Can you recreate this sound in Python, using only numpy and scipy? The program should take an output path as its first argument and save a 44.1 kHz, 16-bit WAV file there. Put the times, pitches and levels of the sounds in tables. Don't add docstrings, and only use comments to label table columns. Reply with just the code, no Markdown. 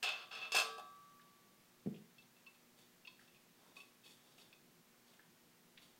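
import sys
import numpy as np
from scipy import signal
from scipy.fft import rfft, irfft
from scipy.io import wavfile

SR = 44100
rng = np.random.default_rng(int(sys.argv[2]) if len(sys.argv) > 2 else 0)


def dump(signal):
    limited = np.clip(np.atleast_2d(signal).T, -1, 1)
    pcm = np.round(limited * 32767).astype(np.int16)
    wavfile.write(sys.argv[1], SR, pcm)


N = 264159

# pitch in Hz, relative level in dB, ring time in seconds.
JAR_MODES = [(1080, -14.5, 0.14), (2490, -21, 0.12), (2640, 3, 0.11), (2665, -10.5, 0.049),
             (3380, -3, 0.056), (3300, -5, 0.034), (3538, -7.5, 0.12), (3670, -16, 0.067),
             (4260, -4, 0.053), (4470, -15, 0.044), (4560, -14.5, 0.076), (5190, -10.5, 0.056),
             (6280, -16, 0.035)]


def jar_on_bowl():
    # time in seconds, strength in dB for the jar, then for its hollow body.
    knocks = [(.0282, -28.5, -70), (.0338, -26, -71.5), (0.0441, -29, -45), (.0897, -32, -58),
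              (0.1338, -53, -60), (0.3516, -38.5, -62), (0.5201, -27.5, -70), (0.5465, -25, -37),
              (.5545, -39, -42), (0.5621, -18.5, -54), (0.5864, -20, -43), (0.5992, -21, -63),
              (0.6188, -33, -42.5), (.7815, -38.5, -48), (0.7965, -44, -48)]
    # start and length in seconds, then strength in dB of jar, scuff and first-touch treble.
    drags = [(0.025, 0.068, -36.5, -40.5, -45), (0.13, 0.097, -53.5, -53, -70),
             (0.308, 0.15, -48.5, -50.5, -62), (0.517, .025, -40.5, -50, -34.5),
             (0.547, 0.049, -35.5, -36, -26)]
    # pitch in Hz, relative level in dB, ring time in seconds.
    hollow_modes = [(473, -12, 0.1), (633, -6.5, 0.12), (731, -0.5, 0.063), (773, -5, 0.15),
                    (1041, -13, 0.22), (1395, -22, 0.115), (1683, -9, 0.11)]
    # frequency in Hz, relative level in dB.
    scuff_spectrum = [(120, -62), (200, -37), (745, -11), (894, -15), (1600, 1), (2030, -18.5), (2620, -2),
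                      (2870, -3), (5160, -17), (15700, -39.5)]
    starts, lengths, jar_db, scuff_db, treble_db = np.transpose(drags)
    shape = dict(attack_s=0.005, release_db_per_s=304)
    jar_drag = strokes(starts, lengths, jar_db, **shape)
    scuff_drag = strokes(starts, lengths, scuff_db, **shape)
    treble_drag = strokes(starts, lengths, treble_db, **shape, fade_db_per_s=194)
    times, knock_db, hollow_db = np.transpose(knocks)
    slips = grains(per_s=1500, spread_db=3.5)
    jar = sum(struck(JAR_MODES, times, knock_db - 18.5, slips * jar_drag * from_db(-31.5)))
    hollow = sum(struck(hollow_modes, times, hollow_db, slips * scuff_drag * from_db(-39)))
    bodies = filtered(jar + hollow, "highpass", hz=420, order=3)
    scuff = rms_one(coloured(grains(per_s=5000, spread_db=3.5), scuff_spectrum))
    crack_decay = from_db(-60 / (0.032 * SR))
    cracks = signal.lfilter([1], [1, -crack_decay], clicks(times, knock_db - 17.5))
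    dull = scuff_drag * from_db(-5) * band(scuff, 460, 1340)
    middle = (cracks + jar_drag * from_db(-7)) * band(scuff, 1950, 4900)
    treble = (from_db(13.5) * cracks + treble_drag) * band(np.diff(scuff, prepend=0), 6100, 21400)
    force = dull + middle + treble
    walls = signal.fftconvolve(force, thin_walls(t60_low=0.15, t60_high=0.045))[:N]
    return bodies + from_db(-43) * walls + from_db(-1.5) * force


def thin_walls(t60_low, t60_high):
    t = np.arange(SR // 3) / SR
    hz = rng.uniform(296.6, 15500, (300, 1))
    t60 = t60_low * (t60_high / t60_low) ** (hz / 15500)
    fades = from_db(rng.normal(0, 4.0, hz.shape) - 60 * t / t60)
    return rms_one(np.sum(fades * np.sin(2 * np.pi * hz * t), axis=0))


def steel_bowl():
    # pitch in Hz, relative level in dB, ring time in seconds.
    modes = [(448, -15, 2.5), (768, -18, 0.8), (1010, -31, 0.27), (1150.7, -5, 1.87), (1290, -11, 1.1),
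             (1236.5, -19, 0.88), (1598, -14, 0.88), (2342, -23, 0.17), (2568, -32, 0.53),
             (2700, -13.5, 0.49), (2793, -11, 0.19), (2710, -1, 0.2), (3418, -18.5, 1.05),
             (3580, -11, 0.63), (3740, -20, 0.9), (3846, -13.5, 0.85), (4404, -8.5, 0.39),
             (4630, -17, 0.76), (5020, -12, 0.4), (5210, -3.5, 0.28), (5340, -15, 0.5), (7000, -18, 0.3),
             (8060, -19, 0.28)]
    # time in seconds, strength in dB, hardness in dB per octave (harder is brighter).
    blows = [(.034, -53, 3), (0.329, -52, -1), (.521, -45.5, 2.5), (.563, -38, 0.16)]
    settle_s, settle_t60_s = 0.771, 0.053
    times, level_db, hardness = np.transpose(blows)
    octaves = np.log2(np.array(modes)[:, :1] / 1000)
    lowest, *higher = struck(modes, times, level_db + hardness * octaves, scatter_db=0.5)
    since_settling = np.maximum(np.arange(N) / SR - settle_s, 0)
    return lowest * from_db(-60 * since_settling / settle_t60_s) + sum(higher)


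def rug_thumps():
    # time in seconds, strength in dB.
    landings = [(1.8602, -34.5), (1.871, -28.5), (1.885, -44), (1.92, -70), (1.944, -56), (1.963, -56)]
    # pitch in Hz, relative level in dB, ring time in seconds.
    floor_modes = [(160.4, -6, 0.14), (221.5, 2.5, 0.056), (320, -6.5, 0.068), (398.7, -6, 0.044),
                   (492, -21, .05), (658, -15.5, 0.03)]
    times, level_db = np.transpose(landings)
    floor = sum(struck(floor_modes, times, level_db, scatter_db=0.5))
    push = np.hanning(round(0.0018 * SR))
    return np.convolve(floor, push / push.sum())[:N]


def finger_taps():
    # time in seconds, strength in dB, main and lowest pitch in Hz, # then extra dB for the lowest
    # mode and for the upper modes. The rows at 4.06 s and 4.1046 s are the jar rung by rubbing.
    taps = [(2.1815, -60, 2647, 1110, -20, -1.5), (2.364, -70.5, 2660, 1080, 4, -5),
            (2.4637, -56, 2643, 1100, 7, -5), (2.546, -71, 2565, 1100, 2, 2),
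            (3.0495, -54.5, 2705, 1010, -20, -8), (3.0724, -51, 2624, 1023, 3.5, 0.5),
            (3.274, -69, 2670, 1110, 5, 3), (3.36, -66, 2520, 1100, 9, -5.5),
            (3.765, -54.5, 2525, 1120, 10.5, -1), (3.801, -53, 2642, 1130, 4, -5),
            (4.036, -67, 2600, 1100, -8, 2), (4.06, -64, 2540, 1090, -6, 7.5),
            (4.1046, -73, 2530, 1100, -6, 13), (4.527, -58, 2540, 1090, -4, -1)]
    hz, mode_db, t60 = np.transpose(JAR_MODES)
    is_low, is_upper = hz < 2000, hz > 3000
    out, t = np.zeros(N), np.arange(SR // 4)[:, None] / SR
    soft_onset = 1 - np.exp(-t[:, 0] / 0.00043)
    for start, tap_db, main_hz, low_hz, low_db, upper_db in taps:
        bent_hz = np.where(is_low, low_hz, hz * np.where(is_upper, 1.025, main_hz / hz[2]))
        levels_db = mode_db + tap_db + is_low * low_db + is_upper * upper_db + rng.normal(0, 1.1, len(hz))
        touch = finger_contact(seconds=0.016)
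        push = np.maximum(np.abs(touch @ np.exp(-2j * np.pi * bent_hz * t[:len(touch)])), 0.4)
        fades = from_db(levels_db - 70 * t / t60) / push
        ringing = np.sum(fades * np.sin(2 * np.pi * bent_hz * t), axis=1)
        tap = signal.fftconvolve(ringing * soft_onset, touch)
        at = round(start * SR)
        out[at:at + len(tap)] += tap
    return out


def finger_contact(seconds):
    n = max(round(seconds * SR), 4)
    swell = np.sin(np.pi * (np.arange(n) / n) ** 0.3) ** 2
    scratch = rms_one(rng.standard_normal(SR // 10)[:n] * swell) / np.sqrt(n)
    scratch[0] = 0.29
    return scratch / np.sqrt(np.sum(scratch ** 2))


def nail_ticks():
    # time in seconds, strength in dB, pitch in Hz.
    ticks = [(0.7854, -53, 700), (1.1922, -60, 1700), (1.2142, -64.5, 3570), (1.8612, -58, 1610),
             (1.943, -61, 2810), (1.9607, -61, 2800), (2.219, -65, 3720), (3.1916, -61, 1740),
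             (3.2099, -65, 1500), (3.3458, -62.5, 2800), (4.3194, -63, 4400), (4.3816, -59, 2930),
             (4.4132, -60, 4330), (5.0794, -65, 3950), (5.1344, -64, 2520), (5.1926, -56, 1590),
             (5.7742, -53, 2300), (5.7752, -55, 3380), (5.8277, -61, 3470)]
    attack_s, t60 = 0.0013, 0.054
    out, t = np.zeros(N), np.arange(SR // 8) / SR
    for start, level_db, hz in ticks:
        puff = rms_one(band(rng.standard_normal(len(t)), hz / 1.24, hz * 1.21))
        at = round(start * SR)
        out[at:at + len(t)] += from_db(level_db - 60 * t / t60) * (1 - np.exp(-t / attack_s)) * puff
    return out


def hand_rubs():
    # start and length in seconds, then strength in dB of the bright and the dull part.
    rubs = [(2.772, 0.023, -71.5, -76), (3.185, 0.03, -75.5, -81), (3.58, 0.13, -79.5, -72),
            (3.753, 0.019, -66.5, -69), (4.038, 0.079, -68.5, -74.5), (4.237, 0.11, -79, -78),
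            (4.375, 0.026, -69.5, -70.5), (5.063, 0.069, -77.5, -76), (5.809, 0.021, -68.5, -72)]
    squeeze = 1.065
    starts, lengths, bright_db, dull_db = np.transpose(rubs)
    shape = dict(attack_s=0.011, release_db_per_s=161)
    slips = grains(per_s=5000, spread_db=4.0)
    stirred = sum(from_db(db) * ring(slips, hz * squeeze, t60 / 3.2) for hz, db, t60 in JAR_MODES[4:])
    skin = rms_one(band(slips, 1500, 9700)) + from_db(0.5) * rms_one(stirred)
    bright = strokes(starts, lengths, bright_db, **shape) * skin
    dull = strokes(starts, lengths, dull_db, **shape) * rms_one(band(slips, 180, 1600))
    return bright + dull


def kitchen_echo(x, dull_t60_s=0.45, treble_t60_s=0.33):
    t = np.arange(SR // 2) / SR
    echoes = rng.standard_normal(len(t))
    dull = filtered(echoes, "lowpass", hz=3000, order=1)
    tail = dull * from_db(-60 * t / dull_t60_s) + (echoes - dull) * from_db(-60 * t / treble_t60_s)
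    tail *= 1 - np.exp(-t / 0.0037)
    return signal.fftconvolve(x, tail / np.sqrt(np.sum(tail ** 2)))[:N]


def room_air():
    # frequency in Hz, relative level in dB.
    air_spectrum = [(20, -10), (50, -24), (80, -15), (125, -6), (170, 1.5), (250, -5.5), (330, -4.5),
                    (500, -8.5), (1000, -11), (2000, -12), (5000, -16), (10000, -20), (13000, -18.5),
                    (16000, -17.5)]
    air = rms_one(coloured(rng.standard_normal(N), air_spectrum))
    rumble = filtered(air, "lowpass", hz=600)
    return air + rumble * (from_db(1.6 * drift(rate_hz=8)) - 1)


def refrigerator():
    # pitch in Hz, average level in dB.
    tones = [(120, -91.5), (240, -79), (360, -83), (480, -92)]
    hum, t = np.zeros(N), np.arange(N) / SR
    for hz, db in tones:
        height = np.sqrt(2) * from_db(db + 1.75 * drift(rate_hz=2.2))
        hum += height * np.sin(2 * np.pi * (hz * t + rng.random()))
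    return hum


def struck(modes, times, levels_db, rubbing=0, scatter_db=3.5):
    blows_db = levels_db + rng.normal(0, scatter_db, (len(times), len(modes))).T
    return [from_db(db) * ring(clicks(times, blow_db) + rubbing, hz, t60)
            for (hz, db, t60), blow_db in zip(modes, blows_db)]


def ring(force, hz, t60):
    decay, angle = from_db(-60 / (t60 * SR)), 2 * np.pi * hz / SR
    return signal.lfilter([0, np.sin(angle)], [1, -2 * decay * np.cos(angle), decay ** 2], force + 1e-18)


def clicks(times, levels_db):
    out = np.zeros(N)
    out[(np.asarray(times) * SR).astype(int)] = from_db(levels_db)
    return out


def grains(per_s, spread_db):
    sizes = from_db(spread_db * np.minimum(rng.exponential(1, N), 4)) * rng.choice([-1, 1], N)
    return rms_one(sizes * (rng.random(N) < per_s / SR))


def strokes(starts, lengths, levels_db, attack_s, release_db_per_s, fade_db_per_s=0):
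    t = np.arange(N) / SR - starts[:, None]
    loss_db = fade_db_per_s * np.clip(t, 0, lengths[:, None])
    loss_db += release_db_per_s * np.maximum(t - lengths[:, None], 0)
    return np.sum(np.clip(t / attack_s, 0, 1) * from_db(levels_db[:, None] - loss_db), axis=0)


def drift(rate_hz):
    r = np.exp(-2 * np.pi * rate_hz / SR)
    return rms_one(signal.lfilter([1], [1, -2 * r, r * r], rng.standard_normal(N + SR))[SR:])


def coloured(x, spectrum):
    hz, level_db = np.transpose(spectrum)
    grid_hz = np.maximum(np.arange(N // 2 + 1) * SR / N, 1)
    return irfft(rfft(x) * from_db(np.interp(np.log(grid_hz), np.log(hz), level_db)), N)


def filtered(x, kind, hz, order=2):
    return signal.sosfilt(signal.butter(order, hz, kind, fs=SR, output="sos"), x)


def band(x, low_hz, high_hz):
    return filtered(x + 1e-18, "bandpass", [low_hz, high_hz])


def from_db(db):
    return 10 ** (np.asarray(db) / 20)


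def rms_one(x):
    return x / np.sqrt(np.mean(x ** 2) + 1e-20)


def scene():
    play = jar_on_bowl() + finger_taps() + nail_ticks() + hand_rubs() + rug_thumps()
    play = play + from_db(-6.5) * kitchen_echo(play) + steel_bowl()
    play = filtered(play, "highpass", hz=156, order=4)
    return (play + from_db(-68) * room_air() + refrigerator())[None]


def record(dry):
    cutoff_hz = 15900
    return signal.sosfilt(signal.ellip(16, 1, 60, cutoff_hz, fs=SR, output="sos"), dry)


dry = scene()
out = record(dry)
dump(out)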